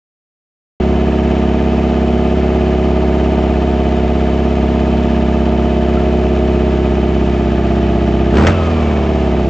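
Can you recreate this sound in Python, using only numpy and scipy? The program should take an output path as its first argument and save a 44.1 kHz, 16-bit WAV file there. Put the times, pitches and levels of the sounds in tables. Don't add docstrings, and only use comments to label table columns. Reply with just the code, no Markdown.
import sys
import numpy as np
from scipy import signal
from scipy.fft import rfft, irfft, next_fast_len
from scipy.io import wavfile

SR = 44100
rng = np.random.default_rng(int(sys.argv[2]) if len(sys.argv) > 2 else 0)


def unload_wav(signal):
    wavfile.write(
        sys.argv[1],
        SR,
        np.round(np.clip(np.atleast_2d(signal).T, -1, 1) * 32767).astype(np.int16),
    )


N = 418709
TIME = np.arange(N) / SR
IDLE_RPM = 2010


def amp(db):
    return 10 ** (np.asarray(db) / 20)


def unit(x):
    return x / np.sqrt(np.mean(x ** 2) + 1e-20)


def ramp(x):
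    return np.clip(x, 0, 1)


def along(points, hz):
    freqs, values = np.transpose(points)
    return np.interp(np.log(hz + 1), np.log(freqs + 1), values)


def wobble(rate, times):
    fine = signal.resample_poly(rng.standard_normal(int(rate * N / SR) + 2), 8, 1)
    return np.interp(times * rate * 8, np.arange(len(fine)), fine)


def filtered(x, response):
    size = next_fast_len(N + SR // 8, True)
    return irfft(rfft(x, size) * response(np.fft.rfftfreq(size, 1 / SR)), size)[..., :N]


def ring(hz, t60):
    t = TIME[:SR // 10]
    return np.sin(2 * np.pi * hz * t) * amp(-60 * t / t60) * (1 - np.exp(-t / 0.00058))


# (frequency [Hz], left-right likeness [1 and above is mono])
LIKENESS = [(100, 2.5), (500, 0.4), (1000, 0.6), (2000, 1.1), (3000, 0.6), (4500, 1), (8000, 3.5)]
def rush(spectrum):
    def colour(hz):
        alike = np.clip(along(LIKENESS, hz), -1, 1)
        return amp(along(spectrum, hz)) * np.sqrt([1 + alike, 1 - alike])
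    mid, side = filtered(rng.standard_normal((2, N)), colour)
    return unit(np.array([mid + side, mid - side]))


# (order [multiple of crank rate], level [dB])
ORDERS = [(1.0, -44), (1.5, -37), (2.0, -16.5), (2.5, -46), (3.0, -31), (3.5, -36), (4.0, -27.5),
          (4.5, -47.5), (5.0, -23.5), (5.5, -44.5), (6.0, -23.5), (6.5, -34.5), (7.0, -20), (7.5, -45.5),
          (8.0, -35), (8.5, -46.5), (9.0, -26.5), (9.5, -33.5), (10.0, -28), (10.5, -31.5), (11.0, -22),
          (11.5, -49), (12.0, -30.5), (12.5, -37), (13.0, -29), (13.5, -35.5), (14.0, -43.5), (14.5, -46.5),
          (15.0, -35.5), (15.5, -45.5), (16.0, -42.5), (16.5, -42.5), (17.0, -39.5), (17.5, -46.5),
          (18.0, -36), (18.5, -28.5), (19.0, -31), (19.5, -47), (20.0, -35), (20.5, -36), (21.0, -33.5),
          (21.5, -33.5), (22.0, -42.5), (22.5, -40.5), (23.0, -40), (23.5, -45), (24.0, -42.5),
          (24.5, -46.5), (25.0, -44), (25.5, -44.5), (26.0, -47), (26.5, -40), (27.0, -45), (27.5, -43.5),
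          (28.0, -41.5)]
# (frequency [Hz], gain [dB])
SHELL_EQ = [(30, -24), (64, -1.5), (85, 0), (118, -8), (160, -3), (200, -5), (237, 1.5), (270, -16),
            (320, -6.5), (372, -8), (405, -11.5), (520, -19.5), (640, -7.5), (1000, -28.5)]
def exhaust(rpm, turns, lope_db, sputter_db, bark_db, wander_db=1.19, lope_hz=130, step=16):
    crank_hz, turns, t = rpm[::step] / 60, turns[::step], TIME[::step]
    lope_db, sputter_db, bark_db = lope_db[::step], sputter_db[::step], bark_db[::step]
    orders, levels = np.transpose(ORDERS)
    burn_db = sputter_db * wobble(35, t)
    throb_db = np.cos(np.pi * (turns - .4))
    edge_db = bark_db + burn_db + throb_db
    note = np.zeros(len(t))
    for k, db, phase in zip(orders, levels, firing_phase(orders)):
        height, idle_hz = k / orders[-1], k * IDLE_RPM / 60
        upper = 1 / (1 + (500 / idle_hz) ** 6)
        shell_db = along(SHELL_EQ, k * crank_hz) - along(SHELL_EQ, idle_hz)
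        lope_band = np.exp(-(2 * np.log(idle_hz / lope_hz)) ** 2)
        half_db = lope_db * (k % 1 > 0) * lope_band
        drift_db = wander_db * (0.22 + 2 * height) * wobble(1.213, t)
        jitter = 0.1 * (0.9 + 4 * height) * (1 + sputter_db) * wobble(14, t)
        gain = amp(db + shell_db + half_db + drift_db + upper * edge_db)
        note += gain * np.cos(2 * np.pi * k * turns + phase + jitter)
    return np.sqrt(2) * signal.resample_poly(note, step, 1)[:N]


# (crank angle [deg], level [dB])
BLOWS = [(4.1, 1.7), (154.6, 2), (357.6, -3), (434.3, -4.5)]
def firing_phase(orders, echo=.52, echo_s=.01005, muffler_hz=578, damping=.52):
    degrees, db = np.transpose(BLOWS)
    hz = orders * IDLE_RPM / 60
    blows = amp(db) @ np.exp(-1j * np.radians(np.outer(degrees, orders)))
    pipe = 1 + echo * np.exp(-2j * np.pi * hz * echo_s)
    muffler = 1 / (1 - (hz / muffler_hz) ** 2 + 1j * damping * hz / muffler_hz)
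    return np.angle(blows * pipe * muffler ** 2)


# (frequency [Hz], level [dB])
GAS_EQ = [(25, -25.5), (60, 0.5), (110, -5.5), (220, 2), (400, -4.5), (510, -9), (650, -8.5), (800, -11),
          (1100, -20.5), (2000, -57.5)]
def gas(turns, overrun, level_db=-27.5, starved_db=-2.5):
    puffs = 1 + 0.18 * np.cos(2 * np.pi * (turns - .1)) + 0.25 * np.cos(np.pi * (turns - .45))
    return amp(level_db + starved_db * overrun) * unit(rush(GAS_EQ) * puffs)


# (frequency [Hz], level [dB])
ROAR_EQ = [(40, -21), (100, -0.5), (230, -3), (500, -1), (750, -7), (1300, -7), (1800, -14.5), (2600, -19),
           (4000, -26.5), (7500, -38.5)]
def intake(turns, throttle, revs, open_db=-16.5, shut_db=-27.5):
    flow = amp(open_db) * throttle + amp(shut_db) * revs * (1 - throttle)
    gulps = 1 + 0.55 * np.cos(4 * np.pi * turns)
    return flow * unit(rush(ROAR_EQ) * gulps)


# (time [s], level [dB], decay t60 [s])
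SPITS = [(8.37, -21.5, 0.058), (8.383, -20.5, 0.047), (8.4691, -10, .08)]
# (frequency [Hz], level [dB])
SPIT_EQ = [(200, -7), (700, -6), (1900, 7), (3000, -3), (4200, -12.5), (5800, -9.5), (7500, -19.5),
           (8500, -30.5)]
def carburettor():
    bursts, t = np.zeros(N), TIME[:SR // 5]
    for start_s, db, t60 in SPITS:
        bursts[round(start_s * SR):][:len(t)] += amp(db - 60 * t / t60)
    return bursts * rush(SPIT_EQ)


# (crank angle [deg], pitch [Hz], decay t60 [s], level [dB])
KNOCKS = [(115.9, 1225, 0.034, -24), (665, 1210, .05, -28.5), (505, 1225, .03, -30.5),
          (500, 1722, .05, -30), (663, 1720, .025, -28.5), (70, 2490, .03, -30), (265, 2233, .1, -38),
          (589.6, 3030, .12, -36.5), (59.93, 3050, 0.074, -37), (240, 3020, 0.082, -37)]
def tappets(turns, scatter_db=1.0, slack_s=0.00014, pan_db=1.5):
    knocks = np.zeros((2, N + SR))
    cycles, samples = np.arange(int(turns[-1] / 2)), np.arange(N, dtype=float)
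    for degrees, hz, t60, db in KNOCKS:
        late, force, pan = rng.standard_normal((len(cycles), 3)).T
        starts = np.interp(2 * cycles + degrees / 360, turns, samples) + late * slack_s * SR
        gains = amp(db + scatter_db * force + pan_db * pan * np.array([[1], [-1]]))
        tick = ring(hz, t60)
        for start, gain in zip(np.clip(starts, 0, N).astype(int), gains.T):
            knocks[:, start:start + len(tick)] += gain[:, None] * tick
    return knocks[:, :N]


# (frequency [Hz], level [dB])
METAL_EQ = [(300, -18), (800, 1.5), (1050, 1), (1250, 2.5), (1450, -0.5), (2000, -3.5), (2600, -1),
            (3100, -5.5), (3500, -8), (4200, -13.5), (5500, -18), (7500, -23.5), (8100, -39.5)]
def gear_rattle(turns, revs, idle_db=-32, rev_db=3):
    swell_db = 0.65 * np.cos(np.pi * (turns + 0.11)) + 0.5 * np.cos(8 * np.pi * turns)
    grain_db = 1.1 * wobble(350, TIME)
    return amp(idle_db + rev_db * revs) * unit(rush(METAL_EQ) * amp(swell_db + grain_db))


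# (frequency [Hz], gain [dB])
HOUSING_EQ = [(950, -20), (1130, -10), (1270, 2), (1380, -11.5), (2000, -18), (2450, -9.5), (2900, -11)]
def fan(rpm, turns, level_db=-27.0, blades_per_turn=30.3, flutter_rad=.4):
    blade_hz = blades_per_turn * rpm / 60
    phase = 2 * np.pi * blades_per_turn * turns + flutter_rad * wobble(45, TIME)
    return sum(amp(level_db + along(HOUSING_EQ, k * blade_hz)) * np.sin(k * phase) for k in (1, 2))


# (time [s], pitch [Hz], decay t60 [s], level [dB])
PINGS = [(5.971, 1346, .07, -18.5), (6.262, 2630, 0.045, -31)]
def fittings():
    pings = np.zeros(N)
    for start_s, hz, t60, db in PINGS:
        ping = amp(db) * ring(hz, t60)
        pings[round(start_s * SR):][:len(ping)] += ping
    return pings


def blip(pickup_s=8.3351, release_s=8.5015, brake_share=.3592, brake_s=.1621, coast_s=.9643):
    lead_s, opening_s, shutting_s = .02, .055, .037
    starve_s, recover_s = .12, 1.6
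    since = np.maximum(TIME - release_s, 0)
    throttle = ramp((TIME - pickup_s + lead_s) / opening_s) * ramp(1 - since / shutting_s)
    braking = brake_share * np.exp(-since / brake_s)
    friction = (1 - brake_share) * ramp(1 - since / coast_s)
    revs = ramp((TIME - pickup_s) / (release_s - pickup_s)) * (braking + friction)
    overrun = ramp(since / starve_s) * ramp(1 - (since / recover_s) ** 2)
    return throttle, revs, overrun


# (time [s], speed [rpm])
IDLE_SPEED = [(0.8, 2036.4), (2.2, 2027.0), (3.2, 2025.6), (3.9, 2008.2), (4.8, 2024.5), (5.3, 1999.1),
              (6.5, 1995.9), (7.2, 1967.3), (7.8, 1929.2), (8.33, 1933.3)]
def scene(blip_rpm=795.25, first_degrees=580.7):
    idle_rpm = np.interp(TIME, *np.transpose(IDLE_SPEED))
    throttle, revs, overrun = blip()
    rpm, sag_rpm = idle_rpm + blip_rpm * revs, IDLE_RPM - idle_rpm
    turns = np.cumsum(rpm) / 60 / SR + first_degrees / 360
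    load_db = -0.32 + 4 * throttle - 0.3 * overrun
    lope_db = -2.5 + 0.15 * sag_rpm - 7 * overrun
    sputter_db = 0.44 + revs + .9 * overrun
    bark_db = -0.22 - 0.0189 * sag_rpm - 2 * throttle + 4.5 * overrun
    pipe = amp(load_db) * (exhaust(rpm, turns, lope_db, sputter_db, bark_db) + gas(turns, overrun))
    machinery = tappets(turns) + gear_rattle(turns, revs) + fan(rpm, turns)
    return pipe + machinery + intake(turns, throttle, revs) + carburettor() + fittings()


# (frequency [Hz], left minus right [dB])
BALANCE = [(60, 0.0), (88, 0.0), (130, 0.0), (190, -0.5), (270, -1.5), (400, -1.5), (580, -0.5),
           (850, -1.5), (1240, 1.0), (1810, 0.5), (2640, 0.0), (3860, 1.0), (5630, -0.23), (8220, 0.0)]
# (frequency [Hz], left lead [rad])
PHASE_LEAD = [(70, .03), (180, 0.086), (350, 0.24), (700, 0.3), (1400, 0.32), (2240, 0.53), (2500, .1),
              (3100, .5), (4000, .25), (5000, .12)]
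def record(dry, ceiling=1.1, hardness=2.9, start_s=.8005, top_hz=8050):
    def spread(hz):
        sides = np.array([[.5], [-.5]])
        return amp(sides * along(BALANCE, hz)) * np.exp(1j * sides * along(PHASE_LEAD, hz))
    pair = filtered(dry, spread)
    squashed = pair / (1 + np.abs(pair / ceiling) ** hardness) ** (1 / hardness)
    gate = ramp((TIME - start_s) / .002 + .5)
    return filtered(squashed * gate, lambda hz: 1 / np.sqrt(1 + (hz / top_hz) ** 120))


dry = scene()
out = record(dry)
unload_wav(out)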